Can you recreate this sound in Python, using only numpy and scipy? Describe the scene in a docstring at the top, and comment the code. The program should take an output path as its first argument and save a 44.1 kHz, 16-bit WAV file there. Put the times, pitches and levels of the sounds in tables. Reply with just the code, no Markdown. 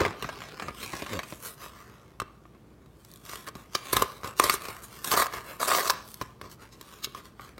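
"""Tearing open a carton

A paperboard food carton is handled, set down on a stone kitchen counter, picked at and torn open along its strip.
Taps, perforation ties and tugs are bursts of random fibre snaps; sliding is a stream of tiny slips, and judders
are low stick-slip pulses. All but the judders and the low sway ring through the hollow box, whose colour changes
as it is set down and gapes open. A small hard room rings behind, over steady air and a low appliance hum.
"""
import sys
import numpy as np
from scipy import signal
from scipy.fft import rfft, irfft
from scipy.io import wavfile
from scipy.ndimage import uniform_filter1d

SR = 44100
rng = np.random.default_rng(int(sys.argv[2]) if len(sys.argv) > 2 else 0)


def master(y):
    """Save y as 16-bit WAV."""
    cut = np.clip(np.atleast_2d(y).T, -1, 1)
    pcm = np.round(cut * 32767)  # scale
    wavfile.write(sys.argv[1], SR, pcm.astype(np.int16))


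N = 335098
TIME = np.arange(N) / SR
# the box is set down, and later gapes open
SET_DOWN_S, OPEN_S = 1.38, 4.8


def amp(db):
    """Decibels to gain."""
    return 10 ** (np.asarray(db) / 20)


def unit(x):
    """Scales to an energy of one."""
    return x / np.sqrt(np.sum(x ** 2) + 1e-20)


def read(points, hz):
    """Reads a table on a log-frequency axis."""
    f, value = np.transpose(points)
    return np.interp(np.log(hz + 1), np.log(f + 1), value)


def add(mix, s, sound):
    """Mixes a sound in from time s on."""
    start = round(s * SR)
    sound = sound[max(-start, 0):]
    part = mix[max(start, 0):][:len(sound)]
    part += sound[:len(part)]


def ring(x, response):
    """Passes x through an impulse response."""
    return signal.oaconvolve(x, response)[:len(x)]


def treble(db, bright_db):
    """Shares a treble level between rasp and fizz; brightness is fizz over rasp."""
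    rasp = amp(db) / np.sqrt(1 + amp(bright_db) ** 2)
    return rasp, rasp * amp(bright_db)


def fibres(size, per_s, spread_db):
    """Random tiny snaps, mostly small and a few large, with a mean power of one."""
    heights = amp(spread_db * np.minimum(rng.exponential(1, size), 3.5))
    signs = rng.choice([-1, 1], size)
    happens = rng.random(size) < per_s / SR
    return unit(heights * signs * happens) * np.sqrt(size)


# tone colour of the box held up, standing shut and gaping, as the microphone hears it, with its notch
# near 10.4 kHz; relative within each range: [f/Hz, level/dB]
HELD_COLOUR = [(45, -7.5), (90, -0.5), (250, 0.5), (400, -2.5), (600, -5), (850, -5), (1200, -1.5),
               (2100, -6), (3200, -8.5), (6500, -14), (9300, -18.5), (10400, -22.5), (11500, -22),
               (16000, -23.5)]
STANDING_COLOUR = [(45, -2), (120, -1), (250, -4), (380, -1.5), (600, -7), (830, -8), (1150, 1), (1500, -4),
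                   (2400, -9.5), (4000, -8.5), (9300, -12), (10400, -16), (11500, -12.5), (16000, -17)]
TORN_COLOUR = [(45, -20), (90, -18.5), (250, -14), (450, -8.5), (650, -3.5), (830, -7.5), (1100, -0.5),
               (1500, -4.5), (2300, -12), (4500, -7), (9300, -8.5), (10400, -13.5), (11500, -9.5),
               (16000, -12.5)]
# resonances of the panels and the enclosed air, lift before hollow scales it: [f/Hz, width/Hz, lift level/dB]
BOX_RESONANCES = [(381, 63, 4.5), (512, 26.6, 0), (629.4, 187, 3), (1042.9, 100, 13), (1109.5, 70, 4.5),
                  (1210.3, 118, 8.5), (1695.6, 60, 5.5), (2204, 84, 5.5), (3917, 330, 7.5), (4486, 146, 7),
                  (5310, 150, 4.5), (5850, 410, 3.5), (12700, 800, 3.5)]
# edges of the thud, panel, rasp and fizz ranges: [f/Hz]
RANGE_EDGES = [40, 450, 2500, 7500, 17000]


def carton(colour, hollow, size=8192):
    """Minimum-phase responses of the box in its four ranges; hollow scales the resonances."""
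    hz = np.fft.rfftfreq(size, 1 / SR) + 1
    lift = sum((amp(hollow * db) - 1) / (1 + (2 * (hz - f) / width) ** 2) for f, width, db in BOX_RESONANCES)
    gain = amp(read(colour, hz)) * abs(1 + lift)
    responses = []
    for lo, hi in zip(RANGE_EDGES, RANGE_EDGES[1:]):
        band = gain / np.sqrt((1 + (lo / hz) ** 10) * (1 + (hz / hi) ** 10))
        log_gain = np.log(np.maximum(band / band.max(), 1e-4))
        circle = np.concatenate([log_gain, log_gain[-2:0:-1]])
        # the Hilbert transform of the log gain supplies the phase
        spectrum = np.exp(np.conj(signal.hilbert(circle)))
        responses.append(unit(np.fft.ifft(spectrum).real[:size // 4]))
    return responses


def spot(box, die_s, flex, size=1024):
    """Bending waves bounce around the board, differently from every spot; flex is their share in the lows."""
    t = np.arange(size) / SR
    paths = rng.standard_normal(size)
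    low = flex * unit(paths * np.exp(-t / (2.73 * die_s)))  # long waves last longer
    high = 1.11 * unit(paths * np.exp(-t / die_s))
    bounces = low, low, high, high
    return [unit(signal.fftconvolve(h, (t == 0) + b)) for h, b in zip(box, bounces)]


def travel(drives, box, die_s, flex, size):
    """A moving source fades from one spot to the next, so its colour keeps shifting."""
    out = np.zeros(len(drives[0]))
    fade = signal.windows.cosine(size)
    hop = size // 2
    padded = np.pad(drives, ((0, 0), (hop, size)))
    for start in range(0, len(out) + hop, hop):
        pieces = padded[:, start:start + size] * fade * rng.choice([-1, 1], size)
        rung = signal.fftconvolve(pieces, np.array(spot(box, die_s, flex)), axes=1)
        add(out, (start - hop) / SR, rung.sum(0))
    return out


def blow(push, grit, box, thud_db, panel_db, crackle_db, bright_db):
    """A push moves the panels and its grit makes the treble; levels are rms over a hundredth of a second."""
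    gains = amp(thud_db), amp(panel_db), *treble(crackle_db, bright_db)
    drives = push, push, grit, grit
    parts = [g * unit(ring(d, h)) for g, d, h in zip(gains, drives, box)]
    return np.sqrt(SR / 100) * sum(parts)


def sway(hz, rise_s, size=6144):
    """The whole box rocks at a rate scattered around hz, swells to a peak at rise_s and comes to rest."""
    t = np.arange(size) / SR
    rocking = np.sin(2 * np.pi * hz * rng.uniform(0.944, 1.208) * t)
    return rocking * t / rise_s * np.exp(1 - t / rise_s)


# spectrum of the room air, relative density per Hz: [f/Hz, level/dB]
AIR_SPECTRUM = [(20, -40.5), (35, -25), (55, -4), (85, -7), (150, -3.5), (220, -9), (350, -9.5), (600, -18),
                (1100, -25), (2500, -35.5), (6000, -41.5), (16000, -44.5)]
# appliance hum lines: [f/Hz, rms level/dB]
HUM_LINES = [(58, -63.5), (120, -66.5), (214, -68.5)]


def background(air_db=-55.5):
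    """Steady room air as shaped noise, with a faint appliance hum of steady sines."""
    spectrum = rfft(rng.standard_normal(N)) * amp(read(AIR_SPECTRUM, np.fft.rfftfreq(N, 1 / SR)))
    air = unit(irfft(spectrum, N)) * np.sqrt(N)
    hum = sum(amp(db) * np.sqrt(2) * np.sin(2 * np.pi * (hz * TIME + rng.random())) for hz, db in HUM_LINES)
    return amp(air_db) * air + hum


# judders and squeaks under a gripping or pulling hand:
# [start t/s, end t/s, first slip f/Hz, last slip f/Hz, level/dB before the end fades]
JUDDER_EVENTS = [(0.0, 0.029, 140.9, 80.2, -29), (.045, 0.114, 110.2, 75, -43.5),
                 (.625, 0.729, 99.47, 59.8, -46.5), (1.099, 1.2, 125, 67.8, -37),
                 (1.115, 1.191, 526.4, 554.5, -40.5), (3.93, 4.05, 62, 48, -41.5),
                 (6.415, 6.481, 110.9, 85.1, -50)]


def judder(dull_hz=330, unsteady=0.0532):
    """Soft stick-slip pushes glide from a first to a last slip rate, with a slightly wandering pitch."""
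    out = np.zeros(N)
    for start, end, first_hz, last_hz, db in JUDDER_EVENTS:
        hz = np.linspace(first_hz, last_hz, max(round((end - start) * SR), 20))
        wander = uniform_filter1d(rng.standard_normal(N), 200)[:len(hz)]
        turns = np.cumsum(hz * (1 + unsteady * wander / wander.std())) / SR
        # harmonics weaken above dull_hz
        pushes = sum(np.sin(2 * np.pi * k * turns) / (1 + (k * hz / dull_hz) ** 2) for k in range(1, 8))
        add(out, start, amp(db) * pushes / pushes.std() * signal.windows.tukey(len(hz), .5))
    return out


# strokes of skin or loose strip over the board, levels before the sliding trim:
# [fastest t/s, length t/s, panel level/dB, hiss level/dB, brightness level/dB]
STROKE_EVENTS = [(.01, 0.2046, -30, -40.5, -9), (0.247, 0.28, -45.5, -49, -6), (0.431, 0.344, -48, -50, -8),
                 (0.634, 0.207, -45.5, -50, -5), (0.824, 0.179, -45, -41, -2),
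                 (0.961, 0.241, -43.5, -43, -2.5), (1.122, 0.156, -39.5, -41, -5.5),
                 (1.302, 0.232, -56.5, -50, 3.5), (1.46, 0.1274, -44, -38.5, 6.5),
                 (1.631, 0.1223, -44, -44.5, -0.5), (1.775, 0.229, -50.5, -55.5, -1.5),
                 (1.939, 0.398, -57.5, -64, -3.5), (3.122, 0.47, -65.5, -60.5, 3),
                 (3.331, 0.197, -44.5, -43, 0), (3.476, 0.0394, -43, -48, 5), (3.594, 0.12, -51, -55, 1),
                 (3.757, 0.0716, -45, -43, -4.5), (3.924, 0.451, -46.5, -44.5, -2.5),
                 (4.272, 0.106, -39.5, -46, 0.5), (4.393, 0.0584, -42, -35.5, -1),
                 (4.67, 0.272, -42.5, -46, 2.5), (4.842, 0.046, -47.5, -41.5, 9.5),
                 (4.948, 0.235, -51.5, -49, 1), (5.082, 0.114, -38.5, -33, 5.5),
                 (5.354, 0.1187, -37, -42.5, -1.5), (5.493, 0.172, -42.5, -46, 3.5),
                 (5.943, 0.159, -43, -47, -9.5), (6.107, 0.197, -62.5, -50.5, 6.5),
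                 (6.221, 0.159, -53, -55.5, -1), (6.448, 0.0934, -48, -53.5, -6),
                 (6.52, 0.0544, -53.5, -48, 0.5), (6.627, 0.0896, -49.5, -53.5, -1.5),
                 (6.73, 0.0486, -57, -51.5, -6.5), (6.925, 0.478, -55, -54.5, -1),
                 (7.043, 0.0293, -44.5, -29, -5), (7.172, 0.069, -46, -49.5, -1.5),
                 (7.256, 0.0725, -55.5, -54, -2), (7.443, 0.1556, -49.5, -53.5, -2)]
# resting fingers still creep, before the same trim: [panel level/dB, hiss level/dB, brightness level/dB]
RESTING_GRIP = (-70, -75.5, -4.5)
# share of a stroke's length spent rising, drop at its ends, roundness of its top
STROKE_RISE, STROKE_EDGE_DB, STROKE_ROUNDNESS = 0.413, 14.5, 1.58


def rubbing(size=64):
    """Panel, rasp and fizz gains over time: every stroke swells and fades above the resting grip."""
    t = TIME[::size]
    panel_db, hiss_db, bright_db = RESTING_GRIP
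    power = np.square([amp(panel_db), *treble(hiss_db, bright_db)])[:, None] * np.ones(len(t))
    for s, length_s, panel_db, hiss_db, bright_db in STROKE_EVENTS:
        away = abs(t - s) / (length_s * np.where(t < s, STROKE_RISE, 1 - STROKE_RISE))
        speed = amp(-STROKE_EDGE_DB * away ** STROKE_ROUNDNESS)
        power = power + np.outer([amp(panel_db), *treble(hiss_db, bright_db)], speed) ** 2
    return np.array([np.interp(TIME, t, gain) for gain in np.sqrt(power)])


def sliding(trim_db=-0.6725, held_thud_db=-5, standing_thud_db=-10, catch=0.664, snag=0.251):
    """Skin on coated board: a fine hiss of tiny slips with sparse coarser catches and a few ticking snags."""
    panel, rasp, fizz = rubbing()
    thud = panel * amp(np.where(TIME < SET_DOWN_S, held_thud_db, standing_thud_db))  # dB over panel
    slips = 0.7326 * fibres(N, per_s=10000, spread_db=2.5)
    slips = slips + catch * fibres(N, per_s=300, spread_db=4.0)
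    slips = slips + snag * fibres(N, per_s=25, spread_db=2.5)
    drives = slips * np.array([thud, panel, rasp, fizz])
    held, standing = np.split(drives, [round(SET_DOWN_S * SR)], axis=1)
    held_box, standing_box = carton(HELD_COLOUR, hollow=0.43), carton(STANDING_COLOUR, hollow=0.315)
    out = np.zeros(N)
    add(out, 0, travel(held, held_box, die_s=0.00151, flex=1.0, size=4096))
    add(out, SET_DOWN_S, travel(standing, standing_box, die_s=0.00202, flex=1.0, size=6144))
    return amp(trim_db) * out


# kitchen decay to -60 dB by frequency: [f/Hz, t/s]
ROOM_DECAY = [(150, 0.05), (500, 0.81), (1100, 0.5258), (3000, 0.42), (7000, 0.94), (15000, 1.1)]
# kitchen reverberation strength by frequency: [f/Hz, level/dB]
ROOM_LEVEL = [(150, -20), (500, -12.5), (1100, -13), (3000, -11.5), (7000, -24.5), (15000, -25.5)]


def kitchen(x, first_s=0.0043, size=32768):
    """Dense reflections off counter, cupboards and walls, each band dying at its own speed."""
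    happens = rng.random(size) < 4000 / SR  # 4000 reflections a second
    echoes = rng.standard_normal(size) * happens * (np.arange(size) / SR > first_s)
    hz, t, z = signal.stft(unit(echoes), SR, nperseg=256)
    t60 = read(ROOM_DECAY, hz)[:, None]
    # the root keeps a band's energy independent of its decay time
    gain = amp(read(ROOM_LEVEL, hz))[:, None] * np.sqrt(2 * np.log(1000) * size / SR / t60)
    decay = np.exp(-np.log(1000) * t / t60)
    return ring(x, signal.istft(z * gain * decay, SR, nperseg=256)[1])


# fingertips, nails and flaps striking the box, levels before the tap trim:
# [t/s, thud level/dB, panel level/dB, crackle level/dB]
TAP_EVENTS = [(.005, -22, -28, -34), (0.051, -42, -23.5, -35.5), (0.2244, -39.5, -34, -35.5),
              (0.2437, -33.5, -32, -47), (0.2902, -60.5, -32, -45), (.419, -60.5, -39, -46.5),
              (.53, -43.5, -55.5, -60), (.598, -54, -34, -42.5), (0.6225, -41, -35, -45),
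              (0.6835, -42.5, -32.5, -45), (0.8298, -41.5, -41.5, -57), (0.9342, -38, -34.5, -45.5),
              (1.0219, -36, -35.5, -41), (1.0632, -55, -38.5, -43.5), (1.191, -46, -30.5, -36.5),
              (1.2326, -59, -41, -42.5), (1.324, -37.5, -39.5, -49), (1.6617, -65.5, -42, -57),
              (2.2004, -47, -29, -36), (2.2179, -37.5, -33.5, -46.5), (2.4539, -59.5, -51.5, -78),
              (2.5484, -60, -57, -72.5), (2.86, -66, -62.5, -65.5), (3.0484, -61.5, -63, -51.5),
              (3.115, -65.5, -73, -52), (3.138, -57.5, -73, -50), (3.1592, -63.5, -66.5, -50.5),
              (3.252, -61, -57, -49), (3.262, -63, -57, -48), (3.2943, -59.5, -44, -41.5),
              (3.334, -52.5, -38, -46), (3.473, -61, -39.5, -46), (3.486, -53.5, -39, -42),
              (3.5531, -40.5, -44.5, -48), (4.2334, -50, -38, -49), (4.2739, -43.5, -40.5, -41.5),
              (4.653, -62.5, -40.5, -41.5), (4.685, -41.5, -39.5, -40), (5.0444, -68.5, -39, -32),
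              (5.3375, -53.5, -35.5, -39), (6.077, -55.5, -65, -50.5), (6.1423, -58, -62.5, -40.5),
              (6.2132, -36.5, -30, -39), (6.22, -42, -42, -43.5), (6.4139, -45, -40, -46.5),
              (6.8117, -51.5, -50, -44), (7.072, -44.5, -50, -62.5), (7.148, -54.5, -37, -47.5),
              (7.3955, -49, -41, -65), (7.5803, -50.5, -46.5, -51.5)]
# the harder a tap (crackle over panel level), the brighter and shorter: dB per dB, dB that halve the scuff
TAP_BRIGHT_PER_DB, TAP_HALVING_DB = 0.3, 9


def taps(click=0.66, ragged=1.0, trim_db=-0.56, sway_db=-7, held_scuff_s=0.0063, standing_scuff_s=0.00418,
         held_bright_db=-6, standing_bright_db=-2.5, size=4096):
    """A contact is a click and a short scuff; then the box sways. Held up, it flexes more freely."""
    out = np.zeros(N)
    held, standing = carton(HELD_COLOUR, hollow=0.446), carton(STANDING_COLOUR, hollow=0.72)
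    t = np.arange(size) / SR
    contact = t == 0
    for s, thud_db, panel_db, crackle_db in TAP_EVENTS:
        in_hand = s < SET_DOWN_S
        hardness_db = crackle_db - panel_db
        soft_scuff_s = held_scuff_s if in_hand else standing_scuff_s
        scuff_s = soft_scuff_s * .5 ** (max(hardness_db, 0) / TAP_HALVING_DB)
        bright_db = (held_bright_db if in_hand else standing_bright_db) + TAP_BRIGHT_PER_DB * hardness_db
        scuff = unit(fibres(size, per_s=5000, spread_db=2.5) * np.exp(-t / scuff_s))
        box = spot(held, die_s=0.00183, flex=1.0) if in_hand else spot(standing, die_s=0.00195, flex=0.23)
        push = contact + ragged * scuff
        grit = scuff + click * contact
        add(out, s, blow(push, grit, box, thud_db, panel_db, crackle_db, bright_db))
        add(out, s, amp(thud_db + sway_db) * sway(hz=75 if in_hand else 110, rise_s=0.00854))
    return amp(trim_db) * out


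# perforation ties giving way:
# [t/s, panel level/dB, crackle level/dB, brightness level/dB, spread of the break t/s]
TIE_EVENTS = [(3.7515, -26, -24.5, -9.5, 0.00168), (3.932, -24.5, -21.5, 6, 0.0034),
              (3.9677, -21.5, -21.5, -1.5, 0.00204), (4.0222, -18.5, -25.5, 2, 0.00167),
              (4.245, -33.5, -41, -5.5, 0.0036), (4.3984, -14.5, -21.5, 2, 0.00119),
              (4.44, -24, -23, 1, 0.00282), (4.4975, -20, -20.5, -2, 0.00088),
              (4.54, -30, -28, 11, 0.00275), (5.048, -39.5, -34, 9, 0.00054), (5.116, -25, -25, 0, 0.0025),
              (5.139, -26, -28, -7, 0.00337), (5.175, -22, -28, 1.5, 0.00312),
              (5.2224, -22, -31.5, 7, 0.00145), (5.259, -34, -41, 3, 0.00104),
              (5.267, -34, -38.5, -1, 0.0018), (5.63, -24, -35.5, 0, 0.0021),
              (5.716, -24.5, -36.5, 0, 0.00176), (5.749, -24.5, -27.5, -5.5, 0.00306),
              (5.878, -37, -30.5, -5.5, 0.00204), (5.899, -21.5, -23, -8, 0.00207),
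              (5.904, -21.5, -24, -2, 0.0013)]
# thud over panel level at a typical spread, its gain per doubled spread, its loss per second once the box gapes
TIE_THUD_DB, TYPICAL_SPREAD_S, THUD_DB_PER_DOUBLING, LEAK_DB_PER_S = -9, 0.00215, 8, 17.5


def ties(lead_s=.012, crack=0.34, ragged=0.697, linger=1.84, jolt_db=-13, size=4096):
    """Each tie frays in a swelling burst, parts with a crack, and sheds a few last fibres. Slow breaks thud more."""
    out = np.zeros(N)
    shut, gaping = carton(STANDING_COLOUR, hollow=0.987), carton(TORN_COLOUR, hollow=0.83)
    t = np.arange(size) / SR - lead_s
    parting = abs(t) == abs(t).min()
    for s, panel_db, crackle_db, bright_db, spread_s in TIE_EVENTS:
        slowness = np.log2(spread_s / TYPICAL_SPREAD_S)
        thud_db = panel_db + TIE_THUD_DB + THUD_DB_PER_DOUBLING * slowness
        thud_db = thud_db - LEAK_DB_PER_S * max(s - OPEN_S, 0)
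        swell = np.exp(np.where(t < 0, t, -t / linger) / spread_s)  # dies linger times slower than it grows
        fray = unit(fibres(size, per_s=9000, spread_db=2.0) * swell)
        box = spot(shut if s < OPEN_S else gaping, die_s=0.00171, flex=0.348)
        push = parting + ragged * fray
        grit = fray + crack * parting
        add(out, s - lead_s, blow(push, grit, box, thud_db, panel_db, crackle_db, bright_db))
        add(out, s, amp(thud_db + jolt_db) * sway(hz=62, rise_s=0.011))
    return out


# a tug bites, is strongest midway, and dies away when the hand stops
PULL_ATTACK_S, PULL_RELEASE_S, PULL_ARCH_DB = 0.00955, 0.01955, 3.5


def tug(length_s, lurch_db=1.5, lurches_per_s=60):
    """Force of one tug over time: attack, an arched hold and release; the tear advances in lurches."""
    t = np.arange(0, length_s + 2 * PULL_RELEASE_S, 1 / SR)
    arch_db = -PULL_ARCH_DB * (2 * np.minimum(t / length_s, 1) - 1) ** 2
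    knots = rng.standard_normal(size=256)
    lurch = np.interp(t * lurches_per_s, np.arange(len(knots)), knots)
    attack = np.minimum(t / PULL_ATTACK_S, 1)
    release = np.exp(-np.maximum(t - length_s, 0) / PULL_RELEASE_S)
    return attack * release * amp(arch_db + lurch_db * lurch)


# tugs on the strip, levels before the tearing trim: [start t/s, length t/s, panel level/dB, crackle level/dB]
PULL_EVENTS = [(3.925, 0.107, -33, -39), (4.406, 0.0855, -30.5, -33.5), (4.494, 0.0512, -33, -31.5),
               (5.109, 0.0371, -23, -26), (5.16, 0.0642, -24, -27), (5.594, 0.069, -30.5, -31.5),
               (5.671, 0.1297, -25, -27.5), (5.816, 0.094, -32.5, -34)]


def tearing(trim_db=-0.0558, thud_db=-15, bright_db=1.14):
    """The plies peel apart in a dense stream of fibre snaps; the coarser ones shake the panels."""
    out = np.zeros(N)
    for start, length_s, panel_db, crackle_db in PULL_EVENTS:
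        force = tug(length_s)
        coarse = fibres(len(force), per_s=1700, spread_db=3.0)
        fine = 0.72 * coarse + 0.768 * fibres(len(force), per_s=4500, spread_db=7.5)
        rasp_gain, fizz_gain = treble(crackle_db, bright_db)
        thud, panel = coarse * amp(panel_db + thud_db), coarse * amp(panel_db)
        drives = force * np.array([thud, panel, fine * rasp_gain, fine * fizz_gain])
        box = carton(STANDING_COLOUR if start < OPEN_S else TORN_COLOUR, hollow=0.647)
        add(out, start, travel(drives, box, die_s=0.00098, flex=0.602, size=4096))
    return amp(trim_db) * out


def scene():
    """The carton close by, the kitchen around it."""
    box = judder() + sliding() + taps() + ties() + tearing()
    return (box + kitchen(box) + background())[None]


def record(dry, cut_hz=16100):
    """The recorder's band limit, a steep low-pass."""
    low_pass = signal.firwin(511, cut_hz, window=("kaiser", 9), fs=SR)
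    return signal.oaconvolve(dry, low_pass[None], "same")


dry = scene()
out = record(dry)
master(out)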